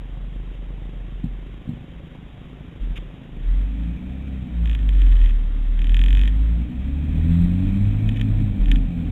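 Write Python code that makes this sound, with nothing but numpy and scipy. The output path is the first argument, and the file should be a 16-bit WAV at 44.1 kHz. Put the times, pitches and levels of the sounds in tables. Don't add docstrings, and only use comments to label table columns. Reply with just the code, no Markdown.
import sys
import numpy as np
from scipy import signal
from scipy.fft import rfft, irfft
from scipy.io import wavfile
from scipy.ndimage import uniform_filter1d

SR = 44100
rng = np.random.default_rng(int(sys.argv[2]) if len(sys.argv) > 2 else 0)


def master(y):
    cut = np.clip(np.atleast_2d(y).T, -1, 1)
    pcm = np.round(cut * 32767)
    wavfile.write(sys.argv[1], SR, pcm.astype(np.int16))


def volts_from_db(level):
    exponent = np.asarray(level, float) / 20
    return 10 ** exponent


N = 401751
TIME = np.arange(N) / SR

# time_s, firing_hz
REVS = [(0, 21.5), (1.45, 21.8), (1.8, 27.8), (3.22, 28), (3.7, 50), (4.18, 67.6), (4.3, 66.8), (4.9, 47.9),
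        (5.38, 36.2), (5.8, 37.7), (6.22, 47.8), (6.7, 60.7), (7.28, 83.2), (7.45, 86.5), (7.9, 103),
        (8.16, 109), (8.5, 100.7), (9.11, 79.5)]
# time_s, load_db
LOAD = [(0.0, -33), (1.34, -33.5), (1.81, -45), (3.19, -51), (3.51, -17.5), (3.77, -23), (4.46, -19),
        (4.58, -17), (5.29, -13), (5.42, -18.0), (5.91, -16), (6.25, -13.5), (6.76, -16.5), (7.16, -10),
        (7.39, -5), (8.46, -8), (8.7, -27), (9.11, -14.5)]
# level_db, load_share, unsteadiness_db, rise_db_per_octave of revs
MAIN_ORDERS = [(-0.55, 1, 1.04, 0.2), (-14, 0.67, 1.6, -1.5), (-28.5, .25, 1.1, 5), (-31.5, 0.4, 3, 9.5)]
# multiple of firing rate, level_db
MINOR_ORDERS = [(.5, -6), (1.5, 2), (2.5, -2), (3.5, 0), (4.5, -15), (5, 1.5), (5.5, -2.5), (6, 0.5),
                (6.5, -3.5), (7, -2.5), (8, -2), (9, 1)]
# freq_hz, gain_db
CABIN = [(20, 0), (120, -10.5), (170, -2.5), (210, -17), (260, -1), (305, -8.5), (340, -28), (450, -31),
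         (600, -30), (780, -31), (900, -30.5)]
# freq_hz, width_hz, level_db
AIR_WITH = [(43.56, 11.6, 4), (54.1, 5.3, -5.5), (87.1, 25, -15.5), (102.4, 6.9, -14.5), (136, 8.8, -17.5),
            (171.8, 8.4, 1.3), (191.1, 11, -5.5), (220, 11, -9.5), (233, 12, -10), (246.7, 7.7, -3),
            (273.2, 12, -5.5)]
# freq_hz, width_hz, level_db
AIR_AGAINST = [(85.5, 4.3, -8), (119.8, 7.1, -14), (285, 15, -8)]
# freq_hz, density_db_per_hz
WHINE = [(2100, -29.5), (2250, -6), (2300, 1), (2360, -9.5), (2470, -1.5), (2560, -6.5), (2750, -37.5)]
# time_s, peak_db
STROKES = [(0, -31.5), (.4, -31), (.8, -30.5), (1.3, -29.5), (2, -32), (2.7, -31), (3.3, -30.5), (3.6, -41)]
# freq_hz, level_db, t60_s
STROKE_MODES = [(137, 0.5, 0.029), (260, -0.5, 0.016), (453, -5.5, 0.011), (728, -19, 0.01),
                (1060, -22, 0.021)]
# freq_hz, density_db_per_hz
RUMBLE = [(9, -34.5), (15, -15), (38, 3), (63, -2.5), (130, -2.5), (250, -3), (300, -10.5), (345, -25.5),
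          (440, -25.5), (750, -29), (900, -40.5), (1300, -54)]
# freq_hz, density_db_per_hz
FIZZ = [(530, -33.5), (900, -5.5), (1250, -4.5), (1600, -5), (1850, -1.5), (2200, -5), (2470, -14.5),
        (2650, -3.5), (2920, -13), (3080, -4.5), (3400, -5.5), (3900, -12)]
# freq_hz, density_db_per_hz
HISS = [(210, -30), (350, -3.5), (423, -5), (560, -6), (658, -14.5), (691, -8), (1030, -18), (2300, -18),
        (3200, -17), (3830, -24), (4980, -53.5), (8430, -120)]
# start_s, peak_db, rebound_db
KNOCKS = [
    (1.237, -17.5, -8.5),
    (1.672, -28.5, -14.5),
    (1.688, -19, -3),
    (1.73, -27.5, -5.5),
    (8.396, -21, 4.5),
]
# freq_hz, level_db, t60_s
KNOCK_MODES = [(132.4, -8.5, 0.23), (165, 0.5, 0.064), (180, 6.5, 0.045), (232, -3, 0.089),
               (236, -22, 0.067), (748, -19.5, 0.029)]
# start_s, length_s, peak_db, ring_hz
BUMPS = [(2.801, 0.12, -22, 41.66), (2.896, 0.067, -22.5, 41.5), (2.97, .08, -28, 42.85),
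         (3.05, 0.064, -34, 39.8), (3.989, 0.35, -44.5, 42), (6.8, 0.22, -27, 43.62),
         (6.992, .08, -31, 41.95), (7.075, 0.24, -24, 40.2), (7.281, 0.098, -22.5, 37),
         (7.39, 0.14, -20.5, 37.4), (7.51, 0.1, -26, 39.5), (7.614, .18, -20.5, 38.35),
         (7.799, 0.13, -23.5, 39.5), (7.887, .13, -21.5, 40.65), (8.027, .15, -21, 40.8),
         (8.168, 0.12, -23.5, 41.7), (8.286, 0.26, -21.5, 40.6), (8.483, .09, -29, 40.8),
         (8.584, 0.097, -13, 40.4), (8.663, 0.13, -11, 41.5), (8.737, 0.19, -18, 40.4),
         (8.96, 0.064, -27.5, 41.2), (9.02, 0.27, -24.5, 40.7)]
# start_s, length_s, level_db
SCUFF = (2.953, 0.038, -38.5)
# freq_hz, density_db_per_hz
SCRAPE = [(900, -19), (1700, -10), (2300, -1), (3000, -1.5), (3600, -5), (4000, -14.5)]
# start_s, peak_db
TICKS = [(4.6566, -29.5), (4.674, -29), (4.6962, -27), (4.713, -30.5), (4.7306, -29), (4.7496, -21),
         (4.79, -31.5), (4.829, -33.5), (4.8895, -24), (4.997, -33), (5.0177, -26), (5.0653, -28.5),
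         (5.093, -40), (5.1173, -44), (5.1665, -32), (5.2152, -29.5), (5.24, -40), (5.259, -28.5),
         (5.293, -35), (6.2554, -26), (6.2761, -21), (8.09, -21.5), (8.115, -34), (8.1421, -33.5),
         (8.1698, -32), (8.2122, -19.5), (8.6579, -28.5), (8.6832, -28), (8.7151, -15), (8.758, -25)]
# time_s, peak_db
BUZZ = [(5.78, -30.5), (5.85, -25), (5.9, -24.5), (5.918, -29), (5.94, -19), (6.08, -20), (6.19, -23),
        (6.24, -26.5)]
# freq_hz, level_db, t60_s
TRIM_MODES = [(415, -16, 0.033), (1270, -23, 0.01), (1805, 0, 0.015), (2544, -6.5, 0.032),
              (2780, 8.5, 0.0059), (3074, 3.5, 0.011), (3270, 1.5, 0.0081), (3850, -9, 0.002)]
# start_s, end_s, first_db, last_db
CHATTER = [
    (4.92, 5.31, -42, -34.5),
    (6.18, 6.3, -30, -36),
    (8.095, 8.202, -50, -27),
]
IMAGES_DB = [-33.5, -38.5, -41.5, -44]


def evened(x):
    return x / np.sqrt(np.mean(x ** 2) + 1e-20)


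def read(points, hz):
    f, value = np.transpose(points)
    return np.interp(np.log(hz + 1), np.log(f + 1), value)


def curve(rows):
    s, value = np.transpose(rows)
    return np.interp(TIME, s, value)


def add(mix, s, sound):
    part = mix[round(s * SR):][:len(sound)]
    part += sound[:len(part)]


def wander(top_hz):
    z = rfft(rng.standard_normal(N))
    hz = np.arange(len(z)) * SR / N
    return evened(irfft(z / (1 + (hz / top_hz) ** 4), N))


def noise(shape, patchy_db, size=2048):
    frames, hz = 4 * N // size + 5, np.fft.rfftfreq(size, 1 / SR)
    a, b, patches = rng.standard_normal((frames, len(hz), 3)).T
    patches = uniform_filter1d(patches, size=5, axis=0)
    patches = evened(uniform_filter1d(patches, size=5, axis=1))
    z = (a + 1j * b) * volts_from_db(read(shape, hz)[:, None] + patchy_db * patches)
    return evened(signal.istft(z, nperseg=size, noverlap=3 * size // 4)[1][:N])


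def rung(modes, spread, rise_s, seconds=.08):
    t = np.arange(round(seconds * SR)) / SR
    ring = np.zeros(len(t))
    for (hz, db, t60), (a, b) in zip(modes, rng.standard_normal((len(modes), 2))):
        decay = volts_from_db(db + 1.3 * a - 60 * t / t60)
        ring += decay * np.sin(2 * np.pi * hz * (1 + spread * b) * t)
    ring *= 1 - np.exp(-(t / rise_s) ** 2)
    return ring / abs(ring).max()


def revs():
    flywheel_s = .16
    return uniform_filter1d(curve(REVS), size=round(flywheel_s * SR), mode="nearest")


def firings():
    trough_s = 6.038
    turns = np.cumsum(revs()) / SR
    return turns - turns[round(trough_s * SR)]


def air_modes(modes, hz):
    return sum(volts_from_db(db) / (1 + 2j * (hz - f) / width) for f, width, db in modes)


def cabin_db(hz):
    null_hz, null_width_hz, null_left = 61.3, 2.9, 0.06
    low_cut_hz, muffle_hz = 25.4, 320
    gain = 1 - (1 - null_left) / (1 + (2 * (hz - null_hz) / null_width_hz) ** 2)
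    gain /= (1 + (low_cut_hz / hz) ** 4) * (1 + (hz / muffle_hz) ** 20)
    modes = air_modes(AIR_WITH, hz) - air_modes(AIR_AGAINST, hz)
    return 20 * np.log10(abs(modes * gain) + 1e-4)


def orders_db():
    hz, load = revs(), curve(LOAD)
    octaves = np.log2(hz / 58)
    return [db + share * load + rise_db * octaves + cabin_db((k + 1) * hz)
            for k, (db, share, _, rise_db) in enumerate(MAIN_ORDERS)]


def rumble_db():
    idle_hz, knee_hz = 21.5, 82.5
    roll_s, roll_full_s = 4.6, 2.9
    revs_db = 5.5 * np.log2(np.minimum(revs(), knee_hz) / idle_hz)
    load_db = 0.082 * (curve(LOAD) + 31.5)
    return -47.5 + revs_db + load_db + 1.35 * np.clip(TIME - roll_s, 0, roll_full_s)


def bumps():
    skew = 0.63
    return sum(volts_from_db(db) * np.sin(np.pi * np.clip((TIME - s) / d, 0, 1) ** skew) for s, d, db, _ in BUMPS)


def engine():
    hz = revs()
    swing = 2 * np.pi * (firings() + .42)
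    out = np.zeros(N)
    for k, (db, (_, _, drift_db, _)) in enumerate(zip(orders_db(), MAIN_ORDERS)):
        level_db = db + drift_db * wander(8.9) + .8 * wander(25)
        out += volts_from_db(level_db) * np.cos((k + 1) * swing + k)
    minor_db = rumble_db() - 4
    for k, db in MINOR_ORDERS:
        phase = k * swing + 0.43 * wander(1.2) + rng.uniform(0, 2 * np.pi)
        level_db = minor_db + db + read(CABIN, k * hz) + 2.5 * wander(4.5)
        out += volts_from_db(level_db) * np.cos(phase)
    return np.sqrt(2) * out


def gear_whine():
    hz = revs()
    coasting = uniform_filter1d(1. * (np.gradient(hz) < 0), size=SR // 4)
    level_db = -52 + 8.5 * np.log2(hz / hz.max()) - 2.5 * coasting
    return volts_from_db(level_db + .7 * wander(20)) * noise(WHINE, patchy_db=-1.5)


def engine_close_by():
    strokes_per_s, first_s, jitter_s, spread_db = 26.25, .0156, .002, 1.6
    out = np.zeros(N)
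    for s in np.arange(first_s, STROKES[-1][0], 1 / strokes_per_s):
        a, b = rng.standard_normal(2)
        peak_db = np.interp(s, *np.transpose(STROKES)) + spread_db * b
        add(out, s + jitter_s * a, volts_from_db(peak_db) * rung(STROKE_MODES, spread=.08, rise_s=.002))
    return out


def rumble():
    level = volts_from_db(rumble_db() + 1.84) + volts_from_db(-23.5) * bumps()
    return level * noise(RUMBLE, patchy_db=1.54, size=4096)


def fizz():
    smooth_s, least_db = 0.15, -53.5
    shake = uniform_filter1d(sum(volts_from_db(db) for db in orders_db()), round(smooth_s * SR))
    shaken_db = np.maximum(-38 + 0.54 * 20 * np.log10(shake), least_db)
    level = volts_from_db(shaken_db - 2.5) + volts_from_db(-39) * bumps()
    return level * volts_from_db(0.99 * wander(60)) * noise(FIZZ, patchy_db=-0.13, size=1024)


def microphone_hiss():
    return volts_from_db(-52.5) * noise(HISS, patchy_db=2.0, size=1024)


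def knocks():
    out = np.zeros(N)
    for s, db, rebound_db in KNOCKS:
        blow = rung(KNOCK_MODES, spread=0.024, rise_s=0.0054, seconds=.15)
        add(out, s + 0.0018, volts_from_db(db + 4.5) * blow)
        rebound = rung(KNOCK_MODES, spread=.03, rise_s=.004, seconds=.15)
        add(out, s + .015, volts_from_db(db + rebound_db) * rebound)
    return out


def shell_ring():
    crest_s = 8.707
    start, length, _, hz = np.transpose(BUMPS)
    turns = np.cumsum(np.interp(TIME, start + length / 2, hz)) / SR
    return np.sqrt(2) * bumps() * np.cos(2 * np.pi * (turns - turns[round(crest_s * SR)]))


def scuff():
    start, length, db = SCUFF
    stroke = np.sin(np.pi * np.clip((TIME - start) / length, 0, 1))
    return volts_from_db(db) * stroke * noise(SCRAPE, patchy_db=1.5, size=256)


def trim():
    s, db = np.transpose(BUZZ)
    at = TIME[1:][np.diff(np.floor(firings())) > 0]
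    at = at[(at > s[0]) & (at < s[-1])]
    strikes = list(TICKS) + list(zip(at, np.interp(at, s, db)))
    out = np.zeros(N)
    for when, peak_db in strikes:
        a, b, c = rng.standard_normal(3)
        strike = rung(TRIM_MODES, spread=0.0027, rise_s=0.00044)
        add(out, when + .0005 + 0.00019 * a, volts_from_db(peak_db - 1.64 * b) * strike)
        bounce = rung(TRIM_MODES, spread=.015, rise_s=.0004)
        add(out, when + .004 + .0006 * c, volts_from_db(peak_db - 12) * bounce)
    return out


def chatter():
    taps_per_s, spread_db = 95, 0.5
    spell = np.zeros(N)
    for a, b, first_db, last_db in CHATTER:
        spell += volts_from_db(np.interp(TIME, [a, b], [first_db, last_db])) * (TIME > a) * (TIME < b)
    taps = spell * volts_from_db(spread_db * rng.standard_normal(N)) * (rng.random(N) < taps_per_s / SR)
    kind = rng.integers(0, 4, N)
    out = np.zeros(N)
    for k in range(4):
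        out += signal.oaconvolve(taps * (kind == k), rung(TRIM_MODES, spread=0.015, rise_s=0.00075))[:N]
    return out


def scene():
    mix = engine() + gear_whine() + engine_close_by()
    mix += rumble() + fizz() + microphone_hiss()
    mix += knocks() + shell_ring() + scuff() + trim() + chatter()
    return mix[None]


def low_pass(x):
    return signal.sosfilt(signal.butter(12, 15830, fs=SR, output="sos"), x)


def record(dry):
    clock_hz, fade_s = 3900.5, .005
    faded = dry * np.minimum((TIME[-1] - TIME) / fade_s, 1)
    band = signal.oaconvolve(faded, signal.firwin(801, clock_hz, fs=SR)[None], "same")
    slope = np.gradient(band, axis=1) * SR / (2 * np.pi * 1000)
    slip = np.zeros(N)
    for k, db in enumerate(IMAGES_DB):
        slip += 2 * volts_from_db(db) * np.cos((k + 1) * 2 * np.pi * clock_hz * TIME)
    return low_pass(band + slip * slope)


dry = scene()
out = record(dry)
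master(out)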